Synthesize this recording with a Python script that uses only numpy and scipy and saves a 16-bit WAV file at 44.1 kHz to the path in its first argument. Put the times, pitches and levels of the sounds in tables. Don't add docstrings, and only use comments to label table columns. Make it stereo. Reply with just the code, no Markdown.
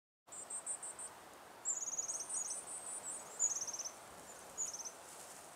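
import sys
import numpy as np
from scipy import signal
from scipy.io import wavfile
from scipy.ndimage import uniform_filter1d

SR = 44100
rng = np.random.default_rng(int(sys.argv[2]) if len(sys.argv) > 2 else 0)


def invert_db(x):
    u = np.asarray(x, float) / 20
    return 10 ** u


def generate_wav(sig):
    pcm = np.round(np.clip(np.atleast_2d(sig).T, -1, 1) * 32767).astype(np.int16)
    wavfile.write(sys.argv[1], SR, pcm)


N = 244755


def evened(x):
    return x / np.sqrt(np.mean(x ** 2) + 1e-20)


def read(points, hz):
    f, value = np.transpose(points)
    return np.interp(np.log(hz + 1), np.log(f + 1), value)


def add(mix, s, sound):
    part = mix[..., round(s * SR):][..., :sound.shape[-1]]
    part += sound[..., :part.shape[-1]]


def panned(x, pan_db):
    return x * invert_db([[pan_db / 2], [-pan_db / 2]])


def wobble(count, hz):
    size = round(SR / hz)
    noise = rng.standard_normal(count + 2 * size)
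    smooth = uniform_filter1d(uniform_filter1d(noise, size), size)
    return evened(smooth[size:-size])


def airy(colour_db, side_db, patchy_db, size=512):
    hop = size // 4
    frames, hz = N // hop + 5, np.fft.rfftfreq(size, 1 / SR)
    a, b, c, d, patches = rng.standard_normal((frames, len(hz), 5)).T
    patches = evened(uniform_filter1d(uniform_filter1d(patches, 8, 0), 20, 1))
    mid = a + 1j * b
    side = invert_db(side_db(hz))[:, None] * (c + 1j * d)
    z = np.array([mid + side, mid - side])
    z *= invert_db(colour_db(hz[:, None], np.arange(frames) * hop / SR) + patchy_db * patches)
    return evened(signal.istft(z, nperseg=size, noverlap=size - hop)[1][:, :N])


def wind():
    # f/Hz, level/dB per Hz
    hum_colour = [(15, -61), (25, -17), (140, -12.5), (290, -10.5), (369, -9), (445, -9), (685, -4),
                  (743, -5), (921, -6.5), (1310, -10), (1710, -14.5), (2300, -19.5), (6400, -26.5),
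                  (9330, -27.5), (15600, -32)]
    # f/Hz, side minus mid/dB
    width = [(60, -33), (130, -38), (290, -18), (640, -11.5), (1410, -5), (3100, -3), (6820, -7),
             (15000, -25)]
    # t/s, level/dB
    breeze = [(.3, -58.5), (1.16, -57), (1.73, -58.5), (2.1, -57.5), (3.5, -56), (4.2, -57.3), (5.2, -58),
              (5.55, -58)]
    # t/s, rumble boost/dB
    buffets = [
        (.4, 1.5),
        (2.0, 2.9),
        (3.58, 2.2),
        (4.16, 8.4),
        (4.56, 8.6),
    ]
    calm_db, buffet_s = -3, 0.14

    def colour_db(hz, t):
        rumble_db = calm_db + sum(db * np.exp(-((t - s) / buffet_s) ** 2) for s, db in buffets)
        return read(hum_colour, hz) + rumble_db / (1 + (hz / 200) ** 4)

    noise = airy(colour_db, lambda hz: read(width, hz), patchy_db=1.0, size=2048)
    return invert_db(np.interp(np.arange(N) / SR, *np.transpose(breeze)) + 1.76) * noise


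def needles():
    # f/Hz, level/dB per Hz
    hiss_colour = [(2500, -18), (4000, -20.5), (6000, -13), (8500, -7), (10500, -14.5), (13000, -25),
                   (16000, -26)]
    # t/s, level/dB
    rustle = [(.3, -83), (.45, -77.5), (1.7, -81.5), (2.35, -71), (3.63, -70.5), (4.09, -71.5), (4.5, -70),
              (5.03, -68.5), (5.14, -64.5), (5.33, -65.5), (5.55, -71.5)]
    crackles_per_s, crackle_db = 260, 3.5
    s, hiss_db = np.transpose(rustle)
    noise = airy(lambda hz, t: read(hiss_colour, hz), lambda hz: -13. + 0 * hz, patchy_db=1.1, size=256)
    strength = invert_db(crackle_db * np.minimum(rng.exponential(1, N), 3))
    snaps = (rng.random(N) < crackles_per_s / SR) * strength
    crackle = evened(1 + 0.29 * signal.lfilter([1], [1, -.985], snaps))
    level_db = np.interp(np.arange(N) / SR, s, hiss_db) + 9 + 0.94 * wobble(N, 88)
    return invert_db(level_db) * crackle * noise


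def scooped(hz, start_hz, end_hz, quick=0.0022):
    t = np.arange(len(hz)) / SR
    return hz - start_hz * np.exp(-t / quick) - end_hz * np.exp(-t[::-1] / quick)


def buzzer():
    # t/s, length/s, strongest line f/Hz, flutter rate f/Hz, level/dB
    buzzes = [(.318, 0.12, 8085, 392, -49), (0.499, 0.099, 8450, 379, -45.5),
              (0.663, 0.092, 8670, 367, -43.5), (.824, 0.09, 8670, 368, -47),
              (0.986, 0.086, 8690, 320, -47.5), (2.082, 0.13, 8670, 332, -51),
              (2.292, 0.11, 8970, 313, -43.5), (2.473, .125, 8970, 345, -46.5),
              (2.666, 0.12, 9055, 354, -47.5), (2.859, 0.13, 9055, 365, -46),
              (3.092, 0.087, 8975, 315, -47)]
    low_lines = (-40, -21, -3.5, -11, 0, -7, -29)
    high_lines = (-18, -2, -5, -6.5, 0, -8.5, -29)
    low_hz, high_hz = 8085, 9055
    climb_hz, swell_db, throb_db = 126.2, 2.5, 0.2
    out = np.zeros(N)
    for s, length, middle_hz, flutter_hz, level_db in buzzes:
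        share = np.linspace(0, 1, round(length * SR))
        count = len(share)
        hz = middle_hz + climb_hz * (share - .5)
        db = level_db + swell_db * (np.sin(np.pi * share) - .7) + throb_db * wobble(count, 40)
        height = (middle_hz - low_hz) / (high_hz - low_hz)
        lines_db = np.array(low_lines) + height * np.subtract(high_lines, low_lines)
        lines_db = lines_db - 10 * np.log10(np.sum(invert_db(lines_db) ** 2))
        carrier = np.cumsum(scooped(hz, 300, 450) * (1 + .0025 * wobble(count, 250))) / SR
        beat = np.cumsum(flutter_hz * (1 + .04 * wobble(count, 60))) / SR
        note = np.zeros(count)
        for step, line_db in enumerate(lines_db, start=-4):
            phase = 2 * np.pi * (carrier + step * beat) + np.pi * (step == -2)
            note += invert_db(line_db + 2.0 * wobble(count, 62)) * np.sin(phase)
        note *= 1 + .2 * wobble(count, 1200)
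        add(out, s, np.sqrt(2) * invert_db(db) * note * signal.windows.tukey(count, .11))
    return out


def trunks(x, near_db, tail_db, t60, likeness=0.43):
    length = SR // 2
    t = np.arange(length) / SR
    taps = np.zeros((2, length))
    at = np.arange(300, length - 20, 20) + rng.integers(0, 20, (2, (length - 301) // 20))
    np.put_along_axis(taps, at, rng.choice([-1., 1.], at.shape), 1)
    taps *= invert_db(-60 * t / t60)
    taps *= np.minimum(t / 0.006, 1)
    taps *= invert_db(tail_db) / np.linalg.norm(taps[0])
    shared, apart = taps[0], (1 - likeness) * taps[1]
    taps = np.array([shared + apart, shared - apart])
    near = rng.integers(30, 1400, 7)
    taps[:, near] += invert_db(near_db - near / 93.0) * rng.choice([-1., 1.], 7)
    return signal.fftconvolve(np.atleast_2d(x), taps, axes=1)[:, :N]


def tone(hz, db, edge, unsteady):
    turns = np.cumsum(hz * (1 + unsteady * wobble(len(hz), 164))) / SR
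    t = np.arange(len(hz)) / SR
    ends = np.sin(np.pi / 2 * np.clip(np.minimum(t, t[::-1]) / edge, 0, 1)) ** 2
    return np.sqrt(2) * invert_db(db) * ends * np.sin(2 * np.pi * (turns + rng.random()))


def whistlers():
    # start t/s, end t/s, start f/Hz, end f/Hz, level/dB
    ahead = [
        (.43, .49, 8130, 8040, -68),
        (.614, .67, 8420, 8500, -72),
        (.915, .965, 8720, 8710, -63),
        (2.14, 2.301, 8976, 8910, -57.5),
        (2.58, 2.654, 8950, 8840, -59),
        (2.8, 2.86, 8850, 8800, -61),
        (3.54, 3.57, 7300, 7340, -49),
        (3.574, 3.6, 6800, 7000, -48),
        (3.96, 4.06, 8250, 8120, -73),
    ]
    # start t/s, end t/s, start f/Hz, end f/Hz, level/dB
    on_left = [(.763, .82, 7690, 7690, -77), (1.457, 1.5, 8250, 8220, -74), (2.735, 2.864, 8350, 8280, -54),
               (3.0, 3.098, 8740, 8850, -67), (3.077, 3.243, 8140, 7980, -58.5),
               (3.203, 3.302, 8800, 8900, -70), (3.31, 3.4, 8060, 8130, -62),
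               (3.406, 3.557, 7960, 8040, -63.5), (3.55, 3.7, 9010, 9100, -70),
               (3.75, 3.785, 7200, 7550, -61), (3.782, 3.82, 7100, 6990, -58)]
    out = np.zeros((2, N))
    for rows, pan_db in ((ahead, 2.3), (on_left, 7.5)):
        for start, end, start_hz, end_hz, db in rows:
            hz = np.linspace(start_hz, end_hz, round((end - start) * SR))
            whistle = tone(hz, db + 2.0 * wobble(len(hz), 90), 0.01, unsteady=0.00366)
            add(out, start, panned(whistle, pan_db))
    return out


def twigs():
    # t/s, peak level/dB, left minus right/dB
    ticks = [(1.3354, -49, -5), (3.97, -48, 4.5), (4.0766, -52, 8), (4.183, -47, -4), (4.1962, -46, -4),
             (4.2987, -46, -6), (4.3916, -43, -6), (4.498, -42.5, -4), (5.0893, -47, -.4),
             (5.2324, -58, .4), (5.308, -44, 0), (5.367, -44, -5), (5.3794, -47, -5)]
    # t/s, peak level/dB, f/Hz, left minus right/dB, t60/s
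    knocks = [
        (1.074, -58, 6200, 11, 0.057),
        (3.03, -57, 5500, 0, .02),
        (3.811, -52.5, 2790, 0, 0.033),
        (4.661, -54.5, 3000, 1.5, 0.06),
        (4.655, -54, 9600, 0, .07),
        (4.668, -50.5, 9200, 0, 0.12),
        (5.364, -50, 6500, 0, 0.024),
    ]
    tick_hz, tick_t60 = 8900, 0.008
    out, t = np.zeros((2, N)), np.arange(1500) / SR
    strikes = [(s, db, tick_hz, pan_db, tick_t60) for s, db, pan_db in ticks]
    for s, db, hz, pan_db, t60 in [*strikes, *knocks]:
        band = signal.butter(2, [hz * 0.78, hz * 1.14], "band", fs=SR, output="sos")
        puff = evened(signal.sosfilt(band, rng.standard_normal(len(t))))
        attack = np.minimum(t / 0.00043, 1)
        add(out, s, panned(invert_db(db - 60 * t / t60) * puff * attack, pan_db))
    return out


def sung(hz, db, edge, overtone_db):
    effort_db = 0.22 * (db + 40.5)
    octave_db = db + effort_db + overtone_db - np.maximum(hz - 6150, 0) / 45 + 3.0 * wobble(len(hz), 58)
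    return tone(hz, db, edge, unsteady=.003) + tone(2 * hz, octave_db, edge, unsteady=.003)


def chirp(top_hz, rise_db, top_db, rise_hz):
    chirp_s = 0.032
    t = np.arange(0, chirp_s, 1 / SR)
    ease_s = .0105 + .013 * (7000 - top_hz) * 0.00078
    left = np.exp(-t / ease_s)
    climb = rise_hz * (left - left[-1]) / (1 - left[-1])
    hz = scooped(top_hz - 70 - climb, 350, 430, quick=0.0014)
    steps_db = [rise_db - 16, rise_db, rise_db, top_db, top_db - 6]
    db = np.interp(t / chirp_s, [0, .17, .42, .72, 1], steps_db)
    return sung(hz, db + 0.52 * wobble(len(t), 160), 0.0029, overtone_db=-28.5)


def triller():
    # t/s, length/s, dip f/Hz, crest f/Hz, level/dB
    leads = [
        (1.65, .09, 7115, 7850, -33.5),
        (3.027, 0.095, 7600, 8060, -44),
        (3.29, .08, 7200, 7660, -53.5),
        (3.393, 0.0805, 6740, 7250, -31),
        (4.267, 0.064, 6950, 7350, -53),
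        (4.575, 0.082, 6660, 7080, -36),
    ]
    # share of the note, height from dip 0 to crest 1, level/dB
    waver = [
        (0, -0.39, -20),
        (.09, 0.37, -9.5),
        (.25, 0.663, -7.5),
        (.39, 1, -0.5),
        (.51, 0.066, -4),
        (.62, 0.095, 1.5),
        (.71, .4, -5.5),
        (.82, 0.317, -1.5),
        (1, -0.18, -12),
    ]
    # t/s, f/Hz, level/dB
    slide = [
        (2.341, 5700, -46),
        (2.355, 5850, -48),
        (2.362, 6250, -50),
        (2.373, 6810, -39),
        (2.388, 6780, -41),
        (2.397, 6600, -56),
        (2.404, 6860, -41),
        (2.417, 6780, -38),
        (2.428, 6100, -54),
    ]
    # t/s, top f/Hz, level while rising/dB, level at the top/dB
    chirps = [(1.75, 7070, -47, -38), (1.8053, 6950, -43.5, -38), (1.8607, 6930, -42.5, -37.5),
              (1.915, 6890, -42, -39), (1.969, 6920, -44, -33), (2.022, 6690, -43.5, -40),
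              (2.0794, 6880, -41, -36.5), (2.1337, 6700, -42.5, -38), (2.196, 6620, -41, -43),
              (2.4433, 6710, -42.5, -42), (2.4994, 6605, -41, -43.5), (3.496, 6740, -39, -34),
              (3.553, 6740, -38.5, -40.5), (3.6078, 6660, -38, -41), (3.672, 6620, -40.5, -40),
              (3.7317, 6620, -40, -45), (3.787, 6520, -40.5, -40), (3.8448, 6450, -42, -39.5),
              (4.6744, 6740, -42, -48), (4.7329, 6600, -42, -46), (4.7866, 6500, -45, -42.5),
              (4.846, 6430, -45.5, -40.5)]
    # t/s, top f/Hz, level while rising/dB, level at the top/dB
    far_chirps = [
        (3.135, 7200, -56.5, -61),
        (3.19, 7090, -54.5, -59),
        (3.256, 6850, -59, -56),
        (4.356, 6760, -61, -65),
        (4.409, 6650, -61, -70),
    ]
    out = np.zeros(N)
    at, height, shape_db = np.transpose(waver)
    for s, length, dip_hz, crest_hz, level_db in leads:
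        share = np.linspace(0, 1, round(length * SR))
        hz = dip_hz + (crest_hz - dip_hz) * uniform_filter1d(np.interp(share, at, height), size=70)
        db = level_db + np.interp(share, at, shape_db) + 0.64 * wobble(len(hz), 160)
        add(out, s, sung(scooped(hz, 180, 400, quick=0.0032), db, 0.0014, overtone_db=-29))
    s, hz, db = np.transpose(slide)
    t = np.arange(s[0], s[-1], 1 / SR)
    glide_hz = uniform_filter1d(np.interp(t, s, hz), size=70)
    add(out, s[0], sung(glide_hz, np.interp(t, s, db), 0.0018, overtone_db=-25))
    for rows, rise_hz in ((chirps, 1520), (far_chirps, 857)):
        for s, top_hz, rise_db, top_db in rows:
            add(out, s - .0004, chirp(top_hz, rise_db, top_db, rise_hz))
    return out


def scene():
    buzz, trill, far = buzzer(), triller(), whistlers()
    birds = panned(buzz + trunks(buzz, near_db=-11.0, tail_db=-17.0, t60=0.85), 3.8)
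    scattered = signal.sosfilt(signal.butter(3, 6300, "high", fs=SR, output="sos"), trill)
    birds += panned(trill + trunks(scattered, near_db=-10.5, tail_db=-8, t60=0.33), -0.5)
    birds += far + trunks(far, near_db=-12, tail_db=-16, t60=.3)
    return invert_db(-0.5) * birds + wind() + needles() + twigs()


def band_limit(x):
    return signal.sosfilt(signal.butter(12, 15710, fs=SR, output="sos"), x)


def record(dry):
    fade_start_s, fade_end_s = 0.25, 0.29
    thin = signal.sosfilt(signal.butter(2, 50, "high", fs=SR, output="sos"), dry)
    top_cut = signal.firwin(511, 15720, window=("kaiser", 9), fs=SR)
    thin = signal.oaconvolve(thin, top_cut[None], "same")
    fade = np.clip((np.arange(N) / SR - fade_start_s) / (fade_end_s - fade_start_s), 0, 1) ** 2.9
    return band_limit(thin * fade)


dry = scene()
out = record(dry)
generate_wav(out)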